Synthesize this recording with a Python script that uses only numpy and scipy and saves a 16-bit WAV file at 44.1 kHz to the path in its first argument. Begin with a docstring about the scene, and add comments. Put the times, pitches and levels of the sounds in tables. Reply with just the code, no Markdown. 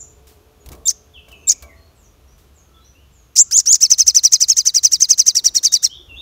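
"""The fading tail of an earlier high chirp opens over a low outdoor rumble, steady air and a faint hum.
A caged sunbird flits to its perch, gives two sharp chips, then a warble, two upslurs and a long fast trill.
Its voice is a harmonic stack swept through one tuned throat resonance, loud enough that its highest crests clip.
Wings and feathers are decaying noise with a low push of air, the wire cage is a set of ringing modes,
and the other garden birds are near-sine slurs blurred by scattered echoes."""
import sys
import numpy as np
from scipy import signal
from scipy.fft import rfft, irfft
from scipy.io import wavfile
from scipy.ndimage import uniform_filter1d

SR = 44100
rng = np.random.default_rng(int(sys.argv[2]) if len(sys.argv) > 2 else 0)


def bounce(signal):
    """Save signal as a 16-bit WAV file at the path given by the first command-line argument."""
    frames = np.transpose(np.atleast_2d(signal))
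    limited = np.clip(frames, -1, 1)
    pcm = np.round(limited * 32767).astype(np.int16)
    wavfile.write(sys.argv[1], SR, pcm)


N = 273861

# colour of the steady air, the low rumble and the soft rustle: (frequency [Hz], relative density [dB])
AIR_SPECTRUM = [(59, -27.5), (100, -1.5), (188, -10), (588, -22.5), (790, -23.5), (1180, -18), (2000, -25),
                (2420, -22), (3180, -22.5), (4750, -27), (6650, -25.5), (7870, -33.5), (10400, -34),
                (11300, -29.5), (15500, -33)]
RUMBLE_SPECTRUM = [(12, -41), (20, -18), (65, 7.5), (81, 3.5), (103, -11.5), (140, -6.5), (180, -32.5),
                   (310, -120)]
RUSTLE_SPECTRUM = [(100, -21), (170, 0), (330, 2), (450, 1), (700, -3.5), (1200, -9.5), (2000, -24.5)]
AIR_DB = -58.5
# the rumble eases slowly and wavers
RUMBLE_START_DB, RUMBLE_DB_PER_S, RUMBLE_WAVER_DB = -50.5, -1, 2
# low washes of air from the bird's wings as it lands and flits: (time [s], half length [s], rise [dB])
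WING_WASH = [(0.713, 0.045, 14.5), (6.147, 0.12, 13)]
# how the rustle comes and goes: (time [s], relative level [dB])
RUSTLE_LEVEL = [(0, -55), (.62, -55), (.72, -40.5), (.9, -58), (1.25, -56), (1.31, -52), (1.6, -54),
                (1.65, -50), (1.85, -55.5), (2.7, -57), (3.5, -62), (5.1, -64.5), (5.5, -51.5), (5.9, -59),
                (6.2, -50)]
# tones of a faint hum: (frequency [Hz], relative level [dB])
HUM_TONES = [(393, -75), (431, -65), (589, -75.5), (716, -73)]
# the hum fades early on: (time [s], gain [dB])
HUM_LEVEL = [(0, 5), (1.4, 3), (2.1, -11.5), (6.2, -14.5)]

# other birds in the garden, the first two rows being the tail of the earlier chirp:
# (time [s], length [s], start pitch [Hz], middle pitch [Hz], end pitch [Hz], relative level [dB])
FAR_CALLS = [(0, 0.0092, 7640, 7120, 6460, -27), (.002, 0.013, 7160, 6240, 5600, -39),
             (0.595, 0.037, 6960, 6730, 6850, -56), (1.132, 0.064, 3570, 3017, 2430, -41),
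             (1.307, 0.037, 3190, 2796, 2360, -40), (1.33, 0.13, 7080, 6320, 6600, -59),
             (1.42, 0.11, 2800, 2438, 2170, -48.5), (1.61, 0.15, 2400, 2110, 1720, -52.5),
             (1.745, 0.14, 4280, 4280, 4420, -61), (1.935, 0.16, 8770, 6950, 6630, -60),
             (2.03, 0.039, 6700, 6110, 5680, -53.5), (2.265, 0.084, 5430, 5900, 5930, -58.5),
             (2.535, 0.11, 8130, 6650, 6560, -55.5), (2.62, 0.2, 1260, 1322, 1287, -63),
             (2.735, 0.051, 3500, 3373, 3470, -53), (2.79, 0.083, 3800, 3980, 4350, -59.5),
             (2.839, 0.047, 5310, 6010, 5620, -50), (2.929, 0.11, 2505, 2830, 3080, -57.5),
             (3.11, 0.14, 7830, 6750, 6500, -56.5), (3.43, 0.084, 1300, 1380, 1320, -63),
             (4.881, 0.081, 290, 326, 312, -55.5), (4.881, 0.12, 188, 168.8, 165, -56.5),
             (5.44, 0.19, 345, 352, 334, -57.5), (5.62, 0.16, 3780, 3770, 3670, -38.5),
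             (5.89, 0.063, 2995, 3244, 3740, -35.5), (5.94, 0.057, 3650, 3590, 3260, -40.5),
             (5.95, 0.085, 398, 351, 342, -51.5), (6.08, 0.092, 2940, 2713, 2920, -40),
             (6.09, 0.08, 287, 290.5, 300, -53.5), (6.154, 0.063, 3180, 3625, 3730, -34.5),
             (6.13, 0.083, 6000, 6480, 6450, -62)]

# wing beats and feather flicks: (time [s], relative level [dB], time to fall 60 dB [s])
FLICKS = [(0.27, -41, 0.4), (0.661, -32.5, 0.05), (0.689, -27.5, 0.025), (0.718, -32, 0.089),
          (.731, -33, 0.032), (0.751, -39, .03), (1.285, -41.5, 0.107), (1.317, -39.5, 0.09),
          (1.624, -31, 0.077), (2.38, -49.5, 0.44)]
# feet landing on a perch shake the cage: (time [s], relative level [dB])
LANDINGS = [(.728, -50.5), (1.28, -55), (1.627, -48), (2.575, -70)]
# ringing modes of the wire cage: (frequency [Hz], relative level [dB], time to fall 60 dB [s])
CAGE_MODES = [(466, -4.5, 0.44), (592, -1, .5), (662, -3, 1), (680, -4, 0.39), (940, -9.5, 0.16),
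              (1070, -6, 0.53), (1140, -5.5, 0.87), (1310, -6.5, .25), (1590, -2, .12), (2280, 2, .1)]

# strength of harmonics 1, 2, 3, .. as they drive the throat: one entry each (relative level [dB])
HARMONICS_DB = [-0.5, -1, -6, -13.5, -21, -21, -22.5, -27, -27]
# what passes beside the throat resonance: (frequency [Hz], gain [dB])
THROAT_LEAK = [(1500, -30), (2500, -42), (3600, -33.5), (5000, -32), (7500, -33.5), (9000, -24),
               (10500, -38), (12500, -33.5), (14500, -30), (16000, -38)]
# how the throat is tuned to the slurs: (pitch [Hz], throat resonance [Hz])
THROAT_TUNING = [(2900, 6100), (3600, 7000), (5500, 6450)]

# chips and upslurs, each a lead-in that leaps to a crest and falls away:
# (start time [s], crest time [s], leap length [s], lead-in glide [Hz/s], opening scoop [Hz],
#  crest pitch [Hz], lead-in level [dB], crest level [dB], beak gape [dB])
SLURS = [(0.8539, .890, .0095, 2, 1.5, 6500, -9, -6, 21.5),
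         (1.47, 1.504, 0.011, 2, 0.5, 6930, -3, -4.5, 11.5),
         (3.508, 3.585, 0.0098, 16997, 1199, 7050, -3.5, -1, 7),
         (3.655, 3.739, 0.011, 14997, 1305, 7110, -1, -2.5, -1.5)]
LEAP_FROM_HZ, FALL_S, FALL_TO_HZ = 3660, 0.014, 1730  # the leap and the fall are bell-shaped
SLUR_ATTACK_S, SLUR_TAIL_S, SLUR_RELEASE_S = 0.0033, .032, .012
SWELL_DB, FALL_DB_PER_S = 13, 330.5  # the lead-in swells, the fall fades
# the voice weakens as it crosses between its two registers
BREAK_HZ, BREAK_WIDTH_HZ, BREAK_DB = 4400, 900, -5.5
# the other side of the syrinx holds a faint lower tone under the crest, set relative to the crest level
SECOND_VOICE_HZ, SECOND_VOICE_DB = 4600, -25.5

# the warble, a rising note with a fast vibrato:
# (time [s], centre pitch [Hz], vibrato depth [Hz], level [dB])
WARBLE = [(3.354, 1920, 202, -22), (3.358, 2308, 400.5, -18), (3.369, 2825, 446, -5),
          (3.372, 4350, 1398, -11.5), (3.388, 6250, 1104, -1), (3.408, 6960, 796, 0),
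          (3.421, 7360, 197, -2.5), (3.432, 6850, 0.5, -28)]
VIBRATO_HZ = 113

# trill syllables:
# (crest time [s], time stretch [ratio], shoulder pitch [Hz], crest pitch [Hz],
#  crest level [dB], descent level [dB])
TRILL = [(3.835, 1.18, 2727, 3080, 0.5, -6.5), (3.921, 0.92, 2647, 3130, 4, -6.5),
         (4.004, 0.98, 2676, 3243, -0.5, -6), (4.086, 0.91, 2640, 3068, 2, -8.5),
         (4.169, 0.99, 2616, 3133, 3.5, -5), (4.255, 0.92, 2537, 3067, 3, -7),
         (4.341, 0.97, 2520, 3218, 3, -7.5), (4.424, 0.91, 2553, 3054, 0, -6),
         (4.505, 1.02, 2706, 3310, -1.5, -5), (4.59, 1.08, 2513, 3130, -2.5, -12),
         (4.677, 1.02, 2394, 3066, -2, -11), (4.766, 1.04, 2486, 3010, -1.5, -9),
         (4.854, 0.96, 2513, 3133, 2, -9.5), (4.939, 1.05, 2420, 2955, -5, -10.5),
         (5.027, 1.12, 2546, 3165, -2.5, -10.5), (5.114, 1.09, 2545, 3145, -2, -9),
         (5.2, .93, 2520, 3084, -2, -9), (5.285, 1.055, 2450, 3160, -0.5, -10),
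         (5.373, 1, 2383, 2940, -3.5, -9.5), (5.465, 1.016, 2323, 2944, -2, -10),
         (5.567, 0.97, 2245, 2890, -3.5, -10.5), (5.655, 1.02, 2400, 3190, -1.5, -7),
         (5.745, 1.06, 2406, 2990, -2, -7.5), (5.849, 1, 2165, 2897, -3.5, -13)]
# a syllable is a broad arch of pitch (the shoulder) with a brief flick up to the crest;
# its times and rates hold at a stretch of 1
SYLLABLE_LEAD_S, SYLLABLE_TAIL_S = .028, .031
SYLLABLE_ATTACK_S, SYLLABLE_RELEASE_S = .012, 0.0098
SHOULDER_LAG_S, SHOULDER_WIDTH_S, CREST_WIDTH_S = .0042, 0.037, .0058
RISE_DB, FLANK_SHARE, LOUD_S = -5.5, 0.23, 0.0067  # the rise follows the crest level only in part
DESCENT_DB_PER_S = 195.5  # the descent fades as it goes
# it goes down in steps, weak at each drop
FIRST_STEP_S, STEP_S, STEP_HZ, STEP_DB = 0.01017, 0.01124, 60, 3.5
# the throat sinks with the descent
THROAT_RISE_HZ, THROAT_END_HZ, THROAT_CLOSE_S, THROAT_EASE_S = 6440, 4690, 0.0091, 0.0076

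# hard surfaces close to the bird: (delay [s], gain [ratio])
NEAR_ECHOES = [(.0019, 0.057), (.0034, -0.11), (.0058, .09), (.0093, 0.098)]
# how long the garden tail rings: (frequency [Hz], time to fall 60 dB [s])
GARDEN_DECAY = [(500, 0.42), (3000, .55), (7000, 0.42), (9000, 0.17), (15000, 0.069)]
BAND_LIMIT_HZ = 15700


def amp(db):
    """Decibels to gain."""
    return 10 ** (np.asarray(db) / 20)


def unit(x):
    """Scales to rms 1."""
    return x / np.sqrt(np.mean(x ** 2) + 1e-20)


def read(points, hz):
    """Reads a table of (frequency [Hz], value) on a log-frequency axis."""
    f, value = np.transpose(points)
    return np.interp(np.log(hz + 1), np.log(f + 1), value)


def follow(rows, t):
    """Each column of a table of curves at the times t."""
    s, *columns = np.transpose(rows)
    return [np.interp(t, np.maximum.accumulate(s), c) for c in columns]


def add(mix, s, sound):
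    """Mixes a sound in at time s."""
    part = mix[max(round(s * SR), 0):][:len(sound)]
    part += sound[:len(part)]


def noise(spectrum, size):
    """Noise of rms 1 with the given spectrum."""
    hz = np.fft.rfftfreq(size, 1 / SR)
    white = rfft(rng.standard_normal(size))
    return unit(irfft(white * amp(read(spectrum, hz)), size))


def waver(size, rate_hz):
    """Smooth random drift of rms 1; motion faster than the given rate is rolled off."""
    hz = np.fft.rfftfreq(size, 1 / SR)
    white = rfft(rng.standard_normal(size))
    return unit(irfft(white / (1 + (hz / rate_hz) ** 4), size))


def bell(t, width, steep=2):
    """A hump of height 1 around zero."""
    return np.exp(-abs(t / width) ** steep)


def gate(t, attack_s, release_s):
    """Smooth attack, hold and release over the times t."""
    attack = np.sin(np.pi / 2 * np.clip((t - t[0]) / attack_s, 0, 1))
    release = np.sin(np.pi / 2 * np.clip((t[-1] - t) / release_s, 0, 1))
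    return (attack * release) ** 2


def reverb(x, t60s):
    """Scattered echoes of unit energy; each band dies at its own speed."""
    hz, t, z = signal.stft(rng.standard_normal(SR), SR, nperseg=256)
    decay = 1000 ** (-t / read(t60s, hz)[:, None])
    tail = signal.istft(z * decay, SR, nperseg=256)[1]
    return signal.fftconvolve(x, tail / np.linalg.norm(tail))[:N]


def outdoors(rustle_db=-4, hum_wander_rad=3.0, whine_db=-77):
    """Steady air, a low rumble with washes of air from the wings, a soft distant rustle, a wavering hum and a
    thin high whine."""
    t = np.arange(N) / SR
    air = amp(AIR_DB) * noise(AIR_SPECTRUM, N)
    swell_db = sum(db * bell(t - s, width) for s, width, db in WING_WASH)
    rumble_db = RUMBLE_START_DB + RUMBLE_DB_PER_S * t + swell_db + RUMBLE_WAVER_DB * waver(N, 4)
    rumble = noise(RUMBLE_SPECTRUM, N) * amp(rumble_db)
    rustle = noise(RUSTLE_SPECTRUM, N) * amp(rustle_db + follow(RUSTLE_LEVEL, t)[0])
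    hum = np.zeros(N)
    for hz, db in HUM_TONES:
        phase = 2 * np.pi * hz * t + hum_wander_rad * waver(N, 6.9)
        hum += amp(db) * np.sqrt(2) * np.sin(phase)
    hum *= amp(follow(HUM_LEVEL, t)[0])
    whine = amp(whine_db) * noise([(10700, -60), (11400, -0.5), (12100, -60)], N)
    return air + rumble + rustle + whine + hum


def far_birds(direct_db=-6.0, wet_db=0, wobble=0.016):
    """Near-sine slurs, each bent through three pitches and blurred by the garden."""
    calls = np.zeros(N)
    for s, length, start_hz, mid_hz, end_hz, db in FAR_CALLS:
        u = np.linspace(0, 1, int(length * SR))
        curve = np.polyfit([0, .5, 1], [start_hz, mid_hz, end_hz], 2)
        pitch = np.polyval(curve, u) * (1 + wobble * waver(len(u), 220))
        tone = np.sin(2 * np.pi * np.cumsum(pitch) / SR)
        add(calls, s, amp(db) * tone * signal.windows.tukey(len(u), .5))
    blurred = reverb(calls, [(2500, 0.44), (7000, 0.36), (12000, 0.29)])
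    return amp(direct_db) * calls + amp(wet_db) * blurred


def movement(flick_db=-6, push_db=-6, push_hz=70):
    """Feathers snap and push a little air; landings ring the wire cage."""
    out, t = np.zeros(N), np.arange(SR // 2) / SR
    feathers = [(200, -4), (1500, -2), (4000, 0), (7000, 0), (10000, -4), (14500, -1)]
    for s, db, t60 in FLICKS:
        snap = noise(feathers, len(t)) * 1000 ** (-t / t60)
        push = np.sin(2 * np.pi * push_hz * t) * np.exp(-t / .02)
        add(out, s, amp(db) * (amp(flick_db) * snap + amp(push_db) * push))
    for s, db in LANDINGS:
        ring = np.zeros(len(t))
        for hz, mode_db, t60 in CAGE_MODES:
            mode = np.sin(2 * np.pi * (hz * t + rng.random()))
            ring += amp(mode_db) * 1000 ** (-t / t60) * mode
        add(out, s, amp(db) * ring * np.minimum(t / 0.0017, 1))
    return out


def syrinx(pitch, level_db, throat_hz, gape_db=0, throat_width_hz=2000, jitter=0.0025, shimmer=.035,
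           hiss_db=-35, hiss_follow=0.37, moving_db=9, moving_rate=45, pure_db=10):
    """A harmonic stack; whichever harmonic crosses the throat resonance carries the note.
    A wide gape lets the others out."""
    size = len(pitch)
    pitch = uniform_filter1d(pitch, size=70)
    pitch_speed = abs(np.gradient(np.log(pitch))) * SR
    moving = np.tanh(uniform_filter1d(pitch_speed, size=150) / moving_rate)
    phase = 2 * np.pi * np.cumsum(pitch * (1 + jitter * waver(size, 650))) / SR
    k = 1 + np.arange(len(HARMONICS_DB))[:, None]
    hz = k * pitch
    throat = 1 / (1 + (2 * (hz - throat_hz) / throat_width_hz) ** 4)
    high = np.clip(pitch / 4000 - 1, 0, .5) * 2  # the highest notes are almost pure sines
    opened_db = gape_db * np.interp(hz, [4000, 15000], [1, .65])  # the gape frees the low harmonics most
    leak = amp(read(THROAT_LEAK, hz) + opened_db - pure_db * high)
    gains = (throat * amp(HARMONICS_DB)[:, None] + leak) * (hz < SR / 2)
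    # the note dips where no harmonic lies in the resonance
    evening = np.hypot(np.linalg.norm(throat + leak, axis=0), .3)
    tone = (gains * np.sin(k * phase)).sum(0) / evening
    voiced = tone * amp(level_db) * (1 + shimmer * waver(size, 350))
    # a faint hiss follows the level and grows while the pitch moves fast
    hiss_spectrum = [(700, -23.5), (2500, -13.0), (4500, -1.5), (6500, 3.5), (9000, -1.5),
                     (11000, -12.0), (14500, -2.0)]
    hiss = noise(hiss_spectrum, size) * amp(hiss_db + moving_db * moving + hiss_follow * level_db)
    return (voiced + hiss) * signal.windows.tukey(size, .06)


def slurs(closing_s=.05, leap_steep=4, fall_steep=2.5, flutter_db=2.14, flutter_hz=130,
          wobble=0.014, wobble_hz=110):
    """Chips and upslurs: the second harmonic carries the lead-in, then the pitch leaps
    until the fundamental reaches the throat resonance."""
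    out = np.zeros(N)
    for start, crest, leap_s, glide, scoop_hz, crest_hz, lead_db, crest_db, gape_db in SLURS:
        t = np.arange(start - crest, SLUR_TAIL_S, 1 / SR)  # zero at the crest
        age = t - t[0]
        lead_hz = LEAP_FROM_HZ + glide * (t + leap_s) - scoop_hz * bell(age, .013)
        arch = np.where(t < 0, bell(t, leap_s, leap_steep), bell(t, FALL_S, fall_steep))
        pitch = crest_hz * arch + np.where(t < 0, lead_hz, FALL_TO_HZ) * (1 - arch)
        pitch = pitch * (1 + wobble * waver(len(t), wobble_hz))
        swelling_db = lead_db - SWELL_DB * (1 - age / (crest - start - leap_s)) ** 2
        rising_db = crest_db * arch + swelling_db * (1 - arch)
        level_db = np.where(t < 0, rising_db, crest_db - FALL_DB_PER_S * t)
        level_db = level_db + BREAK_DB * bell(pitch - BREAK_HZ, BREAK_WIDTH_HZ)
        level_db = level_db + flutter_db * waver(len(t), flutter_hz)
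        note = syrinx(pitch, level_db, read(THROAT_TUNING, pitch), gape_db * bell(age, closing_s))
        second_hz = SECOND_VOICE_HZ * (1 + 2 * wobble * waver(len(t), wobble_hz))
        second = np.sin(2 * np.pi * np.cumsum(second_hz) / SR)
        note = note + amp(crest_db + SECOND_VOICE_DB) * arch * second
        add(out, start, note * gate(t, SLUR_ATTACK_S, SLUR_RELEASE_S))
    return out


def warble(gape_db=10, closing_s=0.1, throb_db=2, throat_low_hz=6350):
    """The note that opens the song: louder on each upswing of the vibrato;
    the throat rises with it near the top."""
    out, t = np.zeros(N), np.arange(WARBLE[0][0], WARBLE[-1][0], 1 / SR)
    centre_hz, depth_hz, level_db = follow(WARBLE, t)
    swing = np.cos(2 * np.pi * VIBRATO_HZ * (t - t[0]))
    gape = gape_db * bell(t - t[0], closing_s)
    throat_hz = np.maximum(centre_hz, throat_low_hz)
    add(out, t[0], syrinx(centre_hz + depth_hz * swing, level_db + throb_db * swing, throat_hz, gape))
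    return out


def trill(wobble=.01, wobble_hz=120, flutter_db=2.4, flutter_hz=200, crest_steep=2.7,
          shoulder_steep=2.6, edge_db=-32):
    """One arch about twelve times a second: the third harmonic rings on the way up,
    the second from the crest down."""
    out = np.zeros(N)
    for s, stretch, shoulder_hz, crest_hz, crest_db, descent_db in TRILL:
        t = np.arange(-SYLLABLE_LEAD_S, SYLLABLE_TAIL_S, 1 / (SR * stretch))  # zero at the crest
        flick, loud = bell(t, CREST_WIDTH_S, crest_steep), bell(t, LOUD_S, crest_steep)
        steps = -np.cos(2 * np.pi * (t - FIRST_STEP_S) / STEP_S) * (t > 0)
        shoulder = bell(t - SHOULDER_LAG_S, SHOULDER_WIDTH_S, shoulder_steep)
        flank_hz = shoulder_hz * shoulder + STEP_HZ * steps
        pitch = crest_hz * flick + flank_hz * (1 - flick)
        rising_db = RISE_DB + FLANK_SHARE * crest_db
        falling_db = descent_db + STEP_DB * steps - DESCENT_DB_PER_S * t
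        flank_db = np.where(t < 0, rising_db, falling_db)
        edges = 1 - np.sqrt(gate(t, SYLLABLE_ATTACK_S, SYLLABLE_RELEASE_S))
        level_db = crest_db * loud + flank_db * (1 - loud) + edge_db * edges
        sinking = (1 + np.tanh((t - THROAT_CLOSE_S) / THROAT_EASE_S)) / 2
        throat_hz = THROAT_RISE_HZ + (THROAT_END_HZ - THROAT_RISE_HZ) * sinking
        # no two syllables are quite alike: pitch and strength flutter a little
        pitch = pitch * (1 + wobble * waver(len(t), wobble_hz))
        level_db = level_db + flutter_db * waver(len(t), flutter_hz)
        add(out, s + t[0] * stretch, syrinx(pitch, level_db, throat_hz))
    return out


def scene(cage_db=-26, garden_db=-32):
    """The close bird with its near echoes, a short cage reverb and a faint garden tail, over everything else."""
    voice = slurs() + warble() + trill()
    bird = voice.copy()
    for delay, gain in NEAR_ECHOES:
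        add(bird, delay, gain * voice)
    cage = reverb(voice, [(1000, .05), (15000, .05)])
    garden = reverb(voice, GARDEN_DECAY)
    bird += amp(cage_db) * cage + amp(garden_db) * garden
    return (outdoors() + far_birds() + movement() + bird)[None]


def record(dry, lopsided=.003):
    """The loudest crests clip, a little sooner on one side, which leaves a soft thump; then the band limit."""
    clipped = np.clip(dry, -.94, .94 - lopsided)
    lowpass = signal.firwin(401, BAND_LIMIT_HZ, window=("kaiser", 8), fs=SR)
    return signal.oaconvolve(clipped, lowpass[None], "same")


dry = scene()
out = record(dry)
bounce(out)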